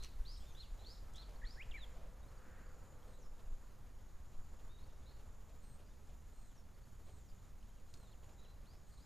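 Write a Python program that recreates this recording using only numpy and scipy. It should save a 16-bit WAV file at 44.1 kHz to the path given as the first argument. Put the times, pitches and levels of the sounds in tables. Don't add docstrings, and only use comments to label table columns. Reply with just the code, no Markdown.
import sys
import numpy as np
from scipy import signal
from scipy.fft import rfft, irfft, next_fast_len
from scipy.io import wavfile
from scipy.ndimage import uniform_filter1d, minimum_filter1d

SR = 44100
rng = np.random.default_rng(int(sys.argv[2]) if len(sys.argv) > 2 else 0)


def volts(x):
    e = np.asarray(x, float) / 20
    return 10 ** e


def to_wav(sig):
    pcm = np.clip(np.atleast_2d(sig), -1, 1) * 32767
    pcm = np.round(pcm).astype(np.int16)
    wavfile.write(sys.argv[1], SR, pcm.T)


N = 399105


def evened(x):
    return x / np.sqrt(np.mean(x ** 2) + 1e-20)


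def read(points, hz):
    f, value = np.transpose(points)
    return np.interp(np.log(hz + 1), np.log(f + 1), value)


def columns(rows, t):
    s, *values = np.transpose(rows)
    return [np.interp(t, s, v) for v in values]


def add(mix, s, sound):
    part = mix[max(round(s * SR), 0):][:len(sound)]
    part += sound[:len(part)]


def resonate(x, hz, width):
    turn = np.exp(2j * np.pi * np.cumsum(hz * np.ones(len(x))) / SR)
    r = np.exp(-np.pi * abs(width) / SR)
    return 2 * (turn * signal.lfilter([1 - r], [1, -r], x / turn)).real


# [t/s, level/dB]
WIND_LEVEL = [(0.0, -53), (0.33, -50.5), (0.88, -60.5), (1.01, -53.5), (1.66, -52.5), (1.86, -50.5),
              (2.11, -56.5), (3.15, -57.5), (3.4, -52.5), (3.8, -58), (4.7, -55.5), (6.0, -58),
              (7.7, -58.5), (9.05, -61.5)]
# [f/Hz, density/dB per Hz]
WIND_COLOUR = [(2.4, -33.5), (4.0, 3.5), (25, -4.5), (45, -6), (90, -13), (120, -34), (200, -120)]
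# [t/s, peak level/dB, f/Hz, length/cycles, sign]
EDDIES = [
    (0.208, -30, 26.5, 0.81, -1),
    (0.731, -39, 29, 1.16, -1),
    (1.447, -34, 25.7, 1, 1),
    (1.697, -37, 18, 0.87, -1),
    (3.347, -38, 14, 0.69, -1),
    (3.515, -36.5, 19.8, 2, 1),
    (4.355, -40, 16, .8, 1),
    (4.395, -41, 14, .8, -1),
]


def wind():
    size = next_fast_len(N)
    hz, t = np.fft.rfftfreq(size, 1 / SR), np.arange(N) / SR
    colour = volts(read(WIND_COLOUR, hz)) / (1 + (hz / 60) ** 6) * (hz > 3)
    a, b = (evened(irfft(rfft(z) * colour, size)[:N]) for z in rng.standard_normal((2, size)))
    mid = a * volts(columns(WIND_LEVEL, t)[0] + 3.0)
    for s, db, f, cycles, sign in EDDIES:
        u = np.arange(-4000, 4000) / SR * f
        eddy = np.cos(2 * np.pi * u) * np.exp(-(u / cycles * 2) ** 2)
        add(mid, s - 4000 / SR, np.sign(sign) * volts(db) * eddy)
    side = b * volts(-82.5)
    offset = [[.00015], [.00105]]
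    return np.array([mid + side, mid - side]) - offset


# [t/s, level/dB]
TRAFFIC_LEVEL = [(0, 2), (.35, -.5), (1.31, 2.5), (2.2, 1.5), (2.44, 2.5), (3.07, 2), (3.7, 0), (5.2, 0),
                 (6.07, -1.5), (7.74, -2), (8.32, 0), (8.8, -1.5), (9.05, -1.5)]
# [t/s, level/dB]
LEAF_LEVEL = [(0.0, -81.5), (2.67, -84.5), (9.05, -85)]
# [f/Hz, density/dB per Hz]
AIR_COLOUR = [(26, -25), (45, 8), (111, -11.5), (156, -18.5), (225, -17), (280, -24), (434, -24),
              (515, -24), (626, -26), (1210, -28), (2630, -39), (5210, -41.5), (6810, -43), (8490, -45),
              (15200, -45.5)]
# [f/Hz, side minus mid/dB]
AIR_SPREAD = [(60, -32), (130, -41), (290, -45.5), (640, -44.5), (1400, -39), (3060, -21.5), (6730, -17),
              (14800, -22.5)]
RUMBLE_SHARE, ROAR_SHARE, HISS_SHARE = 0.17, 1.02, 1.13


def air(patchy_db=0.7, flicker_db=0.95):
    frames, hz = N // 256 + 5, np.fft.rfftfreq(1024, 1 / SR)
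    a, b, c, d, patches = rng.standard_normal((frames, 513, 5)).T
    patches = evened(uniform_filter1d(uniform_filter1d(patches, size=14, axis=0), size=10, axis=1))
    flicker = evened(uniform_filter1d(rng.standard_normal(frames), size=3))
    t = np.arange(frames) * 256 / SR
    traffic = np.outer([RUMBLE_SHARE, ROAR_SHARE, HISS_SHARE], columns(TRAFFIC_LEVEL, t)[0])
    swells = np.vstack([traffic, columns(LEAF_LEVEL, t)])
    swells -= np.median(swells, axis=1, keepdims=True)
    centres = [150, 550, 1400, 3200]
    share = np.array([np.interp(np.log(hz + 1), np.log(centres), row) for row in np.eye(4)])
    level = read(AIR_COLOUR, hz)[:, None] + share.T @ swells
    size = volts(level + patchy_db * patches + flicker_db * flicker)
    holes = rng.random((frames // 4 + 1, 171))
    holes = np.repeat(np.repeat(holes, 4, axis=0), 3, axis=1)[:frames, :513].T
    holes = minimum_filter1d(holes, size=4) < .3
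    size *= np.where(hz[:, None] > 12750, 1.25 * (1 - holes), 1)
    size[hz > 15000] *= np.repeat(rng.random(frames // 8 + 1) < .35, 8)[:frames]
    size[hz > 12600] *= abs(t - 1.45) > .026
    size /= 1 + (48 / (hz[:, None] + 1)) ** 4
    mid = (a + 1j * b) * size
    side = (c + 1j * d) * size * volts(read(AIR_SPREAD, hz))[:, None]
    out = signal.istft(np.array([mid + side, mid - side]), nperseg=1024, noverlap=768)[1][:, :N]
    return volts(-59.0) * evened(out)


# [t/s, half length/s, level/dB, f/Hz, width/Hz]
CAR = (2.55, .21, -68.5, 1550, 750)


def passing():
    s, half, db, hz, width = CAR
    swell = np.exp(-((np.arange(N) / SR - s) / half) ** 2)
    hz = hz * (.65 + .35 * swell)
    hiss = resonate(resonate(rng.standard_normal(N), hz, width), hz, width)
    return volts(db) * swell * evened(hiss)


HUM_ON_S, HUM_OFF_S, HUM_EDGE_S, HUM_DB, IDLE_DB = 1.58, 3.48, 0.17, -74.5, -91.5


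def motor():
    t = np.arange(N) / SR
    on = (np.tanh((t - HUM_ON_S) / HUM_EDGE_S) - np.tanh((t - HUM_OFF_S) / HUM_EDGE_S)) / 2
    hz = 515 - 14 * np.clip(t - 2, 0, 2)
    return volts(IDLE_DB + (HUM_DB - IDLE_DB) * on) * evened(resonate(rng.standard_normal(N), hz, 30))


# [end t/s, level at the end/dB]
CICADA_PHRASES = [(.1, -88), (1.03, -76.5), (1.98, -76), (2.95, -76.5), (3.7, -79), (4.7, -76.5),
                  (5.64, -77.5), (6.57, -78), (7.5, -78), (8.43, -76.5), (9.4, -76.5)]


def insects():
    t = np.arange(N) / SR
    end, end_db = np.transpose(CICADA_PHRASES)
    phrase = np.minimum(np.searchsorted(end, t), len(end) - 1)
    effort = uniform_filter1d(np.clip(1 - (end[phrase] - t) / .85, 0, 1) ** .5, size=2000)
    near, far = (rng.random((2, N)) < 2500 / SR) * rng.standard_normal((2, N))
    hz = 6450 + 580 * np.minimum(1.35 * effort, 1)
    solo = volts(end_db[phrase] - 3.0) * effort * evened(resonate(resonate(near, hz, 560), hz, 560))
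    chorus = volts(-83.5) * evened(resonate(resonate(far, 6750, 900), 6750, 900))
    return solo + chorus


# [start t/s, end t/s]
CRICKET_BURSTS = [
    (2.93, 3.5),
    (3.65, 3.8),
    (4.3, 4.5),
    (5.63, 5.78),
    (5.97, 6.17),
    (6.28, 6.4),
    (6.73, 7.05),
    (8.12, 8.28),
    (8.45, 8.62),
    (8.8, 8.95),
]


def cricket():
    t = np.arange(N) / SR
    level = volts(-92) * sum((t > start) * (t < end) for start, end in CRICKET_BURSTS)
    clicks = (rng.random(N) < 3000 / SR) * rng.standard_normal(N)
    low = resonate(resonate(clicks, 11250, 500), 11250, 500)
    high = resonate(resonate(clicks, 12100, 900), 12100, 900)
    return uniform_filter1d(level, size=900) * evened(low + 0.55 * high)


# [t/s, thud level/dB, rise/s]
FOOTFALLS = [(.43, -53, 0.011), (.77, -54.5, 0.036), (1.28, -53.5, 0.033), (1.93, -52.5, 0.057),
             (2.45, -70, .016), (2.745, -68, .013), (3.055, -60.5, 0.033), (3.236, -64, .014),
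             (3.39, -55, 0.011), (4.01, -68, 0.013), (4.32, -59, 0.018), (7.07, -55, 0.021),
             (8.226, -54, 0.014), (8.287, -55.5, 0.011), (8.727, -63, 0.026)]
JOG_S, STRIDE_S, JOG_DB, JOG_RISE_S = 4.588, .3, -56.5, 0.014
GRIT_DB, SOFT_S = -18.5, 0.029


def steps():
    thud, grit = np.zeros((2, N))
    jog = [(JOG_S + k * STRIDE_S, JOG_DB, JOG_RISE_S) for k in range(6)]
    for s, db, rise in FOOTFALLS + jog:
        rise = max(rise, .004)
        u = np.arange(9000) / SR / rise
        add(thud, s - .005, volts(db - 13.5) * u * np.exp(1 - u))
        add(grit, s, volts(db + GRIT_DB) * min(SOFT_S / rise, 1) * 1.42 * u * np.exp(1 - 1.34 * u))
    a, b = rng.standard_normal((2, N))
    turf = evened(resonate(resonate(a, 540, 400), 540, 400))
    return thud * turf + grit * evened(resonate(b, 2800, 2000))


# [t/s, peak level/dB, ring f/Hz, width/Hz if not a tenth of it]
HOUSING_RATTLE = [(.0253, -49, 7500, 3000), (.031, -55, 1600, 250), (.07, -63, 5400, 150),
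                  (.044, -56, 5900, 200), (.0645, -60, 6000, 2000), (.0295, -54, 4200),
                  (.0325, -52, 6000, 2500), (.0366, -40, 6050, 500), (.039, -52, 4100), (.042, -54, 2800),
                  (.0445, -50, 2800), (.0466, -41.5, 5850, 350), (.0475, -48, 2700), (.051, -53, 3200),
                  (.053, -56, 6100, 300)]
# [t/s, peak level/dB, ring f/Hz, width/Hz if not a tenth of it]
NEAR_TICKS = [(1.1378, -57, 6500, 2500), (1.145, -65, 7000, 1500), (1.1578, -52, 5400, 900),
              (1.161, -58, 7300, 900), (1.17, -64, 6300, 1500), (1.675, -66, 4800), (1.73, -64, 5200),
              (2.196, -65, 6000), (2.231, -63, 8000), (2.384, -63, 8200), (2.924, -66, 3000),
              (3.03, -63, 3200), (7.317, -69, 3100, 120), (7.455, -66, 8200), (7.628, -66, 3050, 120),
              (7.8, -63, 8000), (7.9396, -46, 5000, 3500), (7.9408, -47, 4850, 650),
              (7.9412, -61, 7300, 900), (7.9415, -57, 3800, 110), (7.9465, -66, 6850, 150),
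              (7.9477, -61, 5000, 900), (7.976, -68, 3230), (8.335, -65, 5500), (8.513, -66, 8500),
              (8.657, -67, 3000, 100), (8.66, -66, 8100), (8.83, -67, 8200)]


def ticks():
    out, t = np.zeros(N), np.arange(1200) / SR
    bright = signal.butter(2, [2600, 9000], "band", fs=SR)
    rows = [(row, .75) for row in HOUSING_RATTLE] + [(row, 0) for row in NEAR_TICKS]
    for ((s, db, hz, *width), housing), noise in zip(rows, rng.standard_normal((len(rows), 1200))):
        blow = (t == 0) + .08 * noise * volts(-60 * t / .015)
        width = (width or [hz / 10])[0]
        ring = resonate(blow, hz, width)
        case = resonate(blow, 4150, 300)
        snap = signal.lfilter(*bright, blow)
        tick = ring / ring.max() + housing * case / case.max()
        tick += min(width / 1200, .8) * snap / snap.max()
        add(out, s, volts(db) * tick / abs(tick).max())
    return out


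# [t/s, length/s, level/dB, f/Hz, width/Hz]
SCUFF_RUNS = [
    (0.027, 0.058, -64, 4000, 5000),
    (.04, .03, -66, 2400, 1800),
    (1.135, .008, -67, 6500, 4000),
    (1.146, .014, -77, 6000, 4000),
    (1.16, .009, -63, 6000, 3500),
    (1.164, .02, -70, 5930, 3500),
    (7.972, .012, -73, 6000, 6000),
    (7.07, 0.028, -84, 3300, 2000),
]


def scuffs():
    out = np.zeros(N)
    for (s, length, db, hz, width), (a, b) in zip(SCUFF_RUNS, rng.random((len(SCUFF_RUNS), 2, 4000))):
        u = np.arange(4000) / SR / length
        clicks = evened(resonate(resonate((a < .15) * (b - .5), hz, width), hz, width))
        add(out, s, volts(db - 12 * u ** 2) * clicks)
    return out


# [t/s, level/dB, f/Hz, length/s]
CONTACT_CHIPS = [(2.223, -82, 3790, .025), (2.277, -83, 4220, .02), (2.375, -79, 4650, 0.01),
                 (2.66, -83, 4650, .012), (5.707, -87, 3980, 0.026), (6.542, -88, 4400, .015),
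                 (6.631, -90, 4400, 0.025), (6.742, -86, 4480, 0.013), (6.836, -82, 4480, 0.011),
                 (8.117, -81, 4280, .015), (8.895, -90, 4800, .05), (7.76, -98, 2870, .03)]


def chips():
    out = np.zeros(N)
    for s, db, hz, length in CONTACT_CHIPS:
        t = np.arange(0, length, 1 / SR)
        add(out, s, volts(db + 9.0) * np.sin(2 * np.pi * hz * t) * np.sin(np.pi * t / length))
    return out


def trees(x, t60, start):
    taps = rng.standard_normal((2, SR // 2)) * (rng.random((2, SR // 2)) < .2)
    t = np.arange(SR // 2) / SR
    taps *= volts(-60 * t / t60) * np.clip(t / start, 0, 1)
    pair = np.array([taps[0] + 0.019 * taps[1], taps[0] - 0.019 * taps[1]]) / np.linalg.norm(taps[0])
    leaves = .45 + .9 * evened(uniform_filter1d(rng.standard_normal(N), size=50))
    return signal.fftconvolve((x * leaves)[None], pair, axes=1)[:, :N]


def note(rows, flutter, rough, flutter_hz, settle, partials):
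    t = np.arange(rows[0][0], rows[-1][0], 1 / SR)
    hz, db, *own_db = columns(rows, t)
    hz = uniform_filter1d(hz, size=120, mode="nearest")
    beat, depth = 2 * np.pi * flutter_hz * t, flutter * np.exp(-(t - t[0]) / settle)
    shake = evened(uniform_filter1d(rng.standard_normal(len(t)), size=60))
    grain = evened(uniform_filter1d(uniform_filter1d(rng.standard_normal(len(t)), size=150), size=150))
    turn = 2 * np.pi * np.cumsum(hz * (1 + depth * np.sin(beat) + rough * shake)) / SR
    tone = volts(db) * np.sin(turn)
    for ratio, shift_hz, rel_db in partials:
        tone += volts((own_db or [db])[0] + rel_db) * np.sin(ratio * turn + 2 * np.pi * shift_hz * t)
    edge = np.minimum(np.minimum(t - t[0], t[-1] - t) / .0025, 1)
    return np.sqrt(2) * tone * edge * (1 + 12 * depth * np.cos(beat)) * volts(170 * rough * grain)


def bird(notes, lift_db, **voice):
    out = np.zeros(N)
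    for rows in notes:
        add(out, rows[0][0], volts(lift_db) * note(rows, **voice))
    return out


def glide(start, length, first_hz, last_hz, db):
    ends_db = db - 0.5
    return [(start, first_hz, ends_db), (start + length / 2, (first_hz + last_hz) / 2, db),
            (start + length, last_hz, ends_db)]


HELD_HZ, ONSET_SHARE, ONSET_DB, FUNDAMENTAL_DB = 8460, .97, -3, -91.5
LANDING_S, LANDING_DB, FADE_DB, DROOP_HZ_PER_S = .01, 2, 5, 4000


def fall(start, held, slide, last_hz, db):
    turn, land, droop = start + held, start + held + slide, DROOP_HZ_PER_S * min(held, slide)
    rows = [(start, ONSET_SHARE * HELD_HZ, db + ONSET_DB), (start + .4 * held, HELD_HZ, db),
            (start + .75 * held, HELD_HZ - droop / 3, db), (turn, HELD_HZ - droop, db),
            (turn + slide / 2, (HELD_HZ - droop + last_hz) / 2, db - 2 * LANDING_DB),
            (land, last_hz, db + LANDING_DB), (land + LANDING_S, last_hz, db - LANDING_DB)]
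    return [(s, hz, db, FUNDAMENTAL_DB - FADE_DB * (s > turn)) for s, hz, db in rows]


# [t/s, held/s, slide/s, last f/Hz, level/dB]
FALLING_CALLS = [
    (.368, 0.015, .165, 5900, -80),
    (3.068, 0.084, 0.076, 5700, -86),
    (4.85, 0.0083, 0.082, 5570, -92),
    (5.62, 0.13, .01, 8250, -79.5),
    (6.33, 0.15, 0.1, 5540, -84.5),
    (7.045, .135, .13, 4770, -84.5),
    (7.88, 0.16, 0.06, 6960, -86),
    (8.865, 0.12, 0.017, 7900, -86),
]


def sliding_bird():
    return bird([fall(*row) for row in FALLING_CALLS], 2.5, flutter=.025, rough=.012, flutter_hz=165.,
                settle=.2, partials=[(.5, 0.0076, 2.0)])


# [t/s, f/Hz, level/dB]
SONG_NOTES = [
    [(1.415, 2040, -65), (1.425, 1632, -64.5), (1.442, 1960, -58.5), (1.46, 1700, -66)],
    [(1.55, 1404, -84), (1.575, 1685, -67.5), (1.605, 2160, -55.5), (1.62, 2560, -54.5),
     (1.632, 3250, -66.5), (1.639, 3200, -70)],
    [(1.71, 4240, -70), (1.713, 3560, -60.5), (1.722, 2740, -60.5), (1.728, 2650, -63)],
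    [(1.739, 2257, -57), (1.756, 2356, -53), (1.765, 2170, -58), (1.793, 1640, -65)],
    [(1.773, 3940, -69), (1.79, 4090, -71), (1.82, 3730, -64), (1.843, 3390, -57.5), (1.85, 3030, -75)],
]
# [t/s, length/s, first f/Hz, last f/Hz, peak level/dB]
CLEAN_GLIDES = [(.062, .012, 3050, 2700, -69), (.074, .022, 2700, 2480, -77), (.346, .014, 5400, 4000, -67),
                (.359, .008, 4000, 2600, -72), (.367, .007, 5200, 4000, -69), (.373, .01, 4050, 3650, -69),
                (.382, .009, 3650, 4500, -72), (.951, .009, 4450, 3400, -72), (.976, .01, 3600, 4450, -74),
                (.836, .006, 3700, 3300, -73), (1.553, .012, 5300, 4000, -74),
                (1.575, .01, 4600, 3700, -75), (1.05, 0.22, 1290, 1320, -79),
                (1.356, .008, 4050, 4750, -74), (1.364, .008, 4750, 4000, -74),
                (4.69, .045, 3560, 3790, -77), (4.735, .035, 3790, 3800, -76),
                (4.775, .016, 3600, 3750, -80), (4.785, 0.014, 3740, 4220, -76),
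                (4.8, .035, 4200, 4200, -84), (4.835, 0.016, 4300, 4550, -76), (5.86, .03, 4810, 4800, -85),
                (5.905, .025, 3580, 3840, -84), (7.95, .06, 4320, 4250, -84), (8.01, .08, 4250, 3550, -81),
                (8.06, .035, 4230, 4100, -85), (8.095, .03, 4100, 3700, -82),
                (8.115, .016, 3900, 4480, -80), (8.126, .02, 3650, 2500, -78),
                (8.44, .018, 3750, 2750, -76), (8.458, .014, 2750, 2650, -81), (7.76, .06, 3100, 2350, -90),
                (6.49, .04, 3950, 2900, -86), (6.575, .04, 5520, 5480, -82), (7.285, .022, 4800, 4500, -83),
                (.505, .02, 2400, 2500, -80), (7.17, .03, 3900, 2600, -88)]


def singing_bird():
    return bird(SONG_NOTES + [glide(*row) for row in CLEAN_GLIDES], 1.5, flutter=.002, rough=.004,
                flutter_hz=90., settle=.3, partials=[(2, 0, -42)])


def shaped(shape, start, length, hz, db):
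    return np.array(shape) * [length, hz, 1] + [start, 0, db]


# [t/s, f/Hz, level/dB]
CHIRP_NOTES = [
    [(.248, 3300, -76), (.256, 3783, -67), (.262, 4166, -64), (.27, 4300, -62.5), (.28, 4573, -61),
     (.304, 4898, -61.5), (.325, 5150, -66), (.347, 5430, -67)],
    [(.845, 3300, -67), (.853, 3800, -69), (.861, 4230, -64), (.872, 4380, -55), (.878, 4500, -69),
     (.884, 4642, -66), (.9, 4880, -64), (.926, 5200, -65), (.942, 5400, -74)],
    [(1.448, 3100, -69), (1.461, 4100, -67), (1.474, 4345, -59.5), (1.484, 4550, -69), (1.493, 4740, -66),
     (1.5, 4800, -75), (1.508, 4900, -66), (1.53, 5200, -70), (1.553, 5470, -73)],
    [(.546, 3330, -71), (.578, 3900, -68), (.602, 4177, -61), (.614, 4186, -61), (.62, 4026, -64),
     (.636, 3453, -62), (.644, 2965, -76), (.667, 2560, -73)],
    [(1.144, 3250, -70), (1.16, 3500, -66), (1.187, 4050, -64), (1.2, 4170, -62), (1.206, 4170, -68),
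     (1.213, 4100, -62), (1.223, 3922, -68), (1.233, 3478, -63), (1.24, 3250, -70)],
]
# [share of length, share of top pitch, level under the peak/dB]
RISING_SHAPE = [(0, .62, -15), (.17, .78, 0), (.42, .86, -1), (.7, .93, -3), (1, 1, -5)]
HELD_SHAPE = [(0, .96, 1.5), (.2, 1, -5), (.45, 1.01, -5), (1, 1.01, -15)]
# [t/s, length/s, top f/Hz, peak level/dB]
RISING_SYLLABLES = [
    (8.655, .115, 5450, -79),
    (8.965, .085, 5250, -78),
]
HELD_SYLLABLES = [
    (0, 0.082, 4130, -61.5),
    (1.195, 0.081, 4320, -68),
    (5.1, .13, 4320, -82),
    (8.38, 0.18, 3984, -78),
    (8.91, 0.055, 4300, -81),
    (8.915, 0.06, 4630, -83),
]
# [t/s, length/s, first f/Hz, last f/Hz, peak
# level/dB]
ROUGH_STRANDS = [(.79, .07, 3800, 4300, -76), (1.155, .025, 3300, 3300, -74),
                 (1.182, .011, 3100, 4050, -67), (.57, .03, 3300, 3700, -73),
                 (5.057, .045, 3800, 4300, -76), (3.225, .045, 5600, 5150, -79),
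                 (3.185, .05, 7250, 5600, -79), (8.385, .14, 3800, 4100, -83), (3.13, .05, 3750, 4150, -83),
                 (5.02, .025, 3250, 3800, -84), (.4, .04, 3150, 3500, -78), (.462, .05, 3600, 3600, -77),
                 (.485, .02, 3450, 3200, -79), (4.77, .09, 3790, 3780, -84), (4.86, .14, 3780, 3780, -90),
                 (5.06, .07, 3750, 3800, -89), (8.975, .03, 3750, 4300, -82)]


def chirping_bird():
    voice = dict(flutter=.032, rough=.014, flutter_hz=165., settle=.045,
                 partials=[(2, 0, -27), (1, 1250, -21), (1, 2500, -28), (1, -1250, -26), (1, -420, -16)])
    rises = [shaped(RISING_SHAPE, *row) for row in RISING_SYLLABLES]
    holds = [shaped(HELD_SHAPE, *row) for row in HELD_SYLLABLES]
    strands = [glide(*row) for row in ROUGH_STRANDS]
    chirp = bird(CHIRP_NOTES[:3] + rises + holds + strands, 1.5, **voice)
    arch = bird(CHIRP_NOTES[3:], .5, **voice)
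    return chirp, arch


def scene():
    clear = singing_bird()
    chirp, arch = chirping_bird()
    others = arch + sliding_bird() + chips()
    near = ticks() + scuffs()
    echoes = volts(-10) * trees(clear, 0.7, 0.01)
    echoes += volts(-4) * trees(chirp, 0.45, .012)
    echoes += volts(-8.5) * trees(others, 0.4, .012)
    echoes += volts(-12) * trees(near, .1, .004)
    background = insects() + steps() + motor() + cricket() + passing() + air() + wind()
    return clear + chirp + others + near + echoes + background


def band_limit(x):
    return signal.sosfilt(signal.butter(12, 15380, fs=SR, output="sos"), x)


def record(dry):
    edge = signal.firwin(511, 15320, window=("kaiser", 9), fs=SR)
    return band_limit(signal.oaconvolve(dry, edge[None], "same"))


dry = scene()
out = record(dry)
to_wav(out)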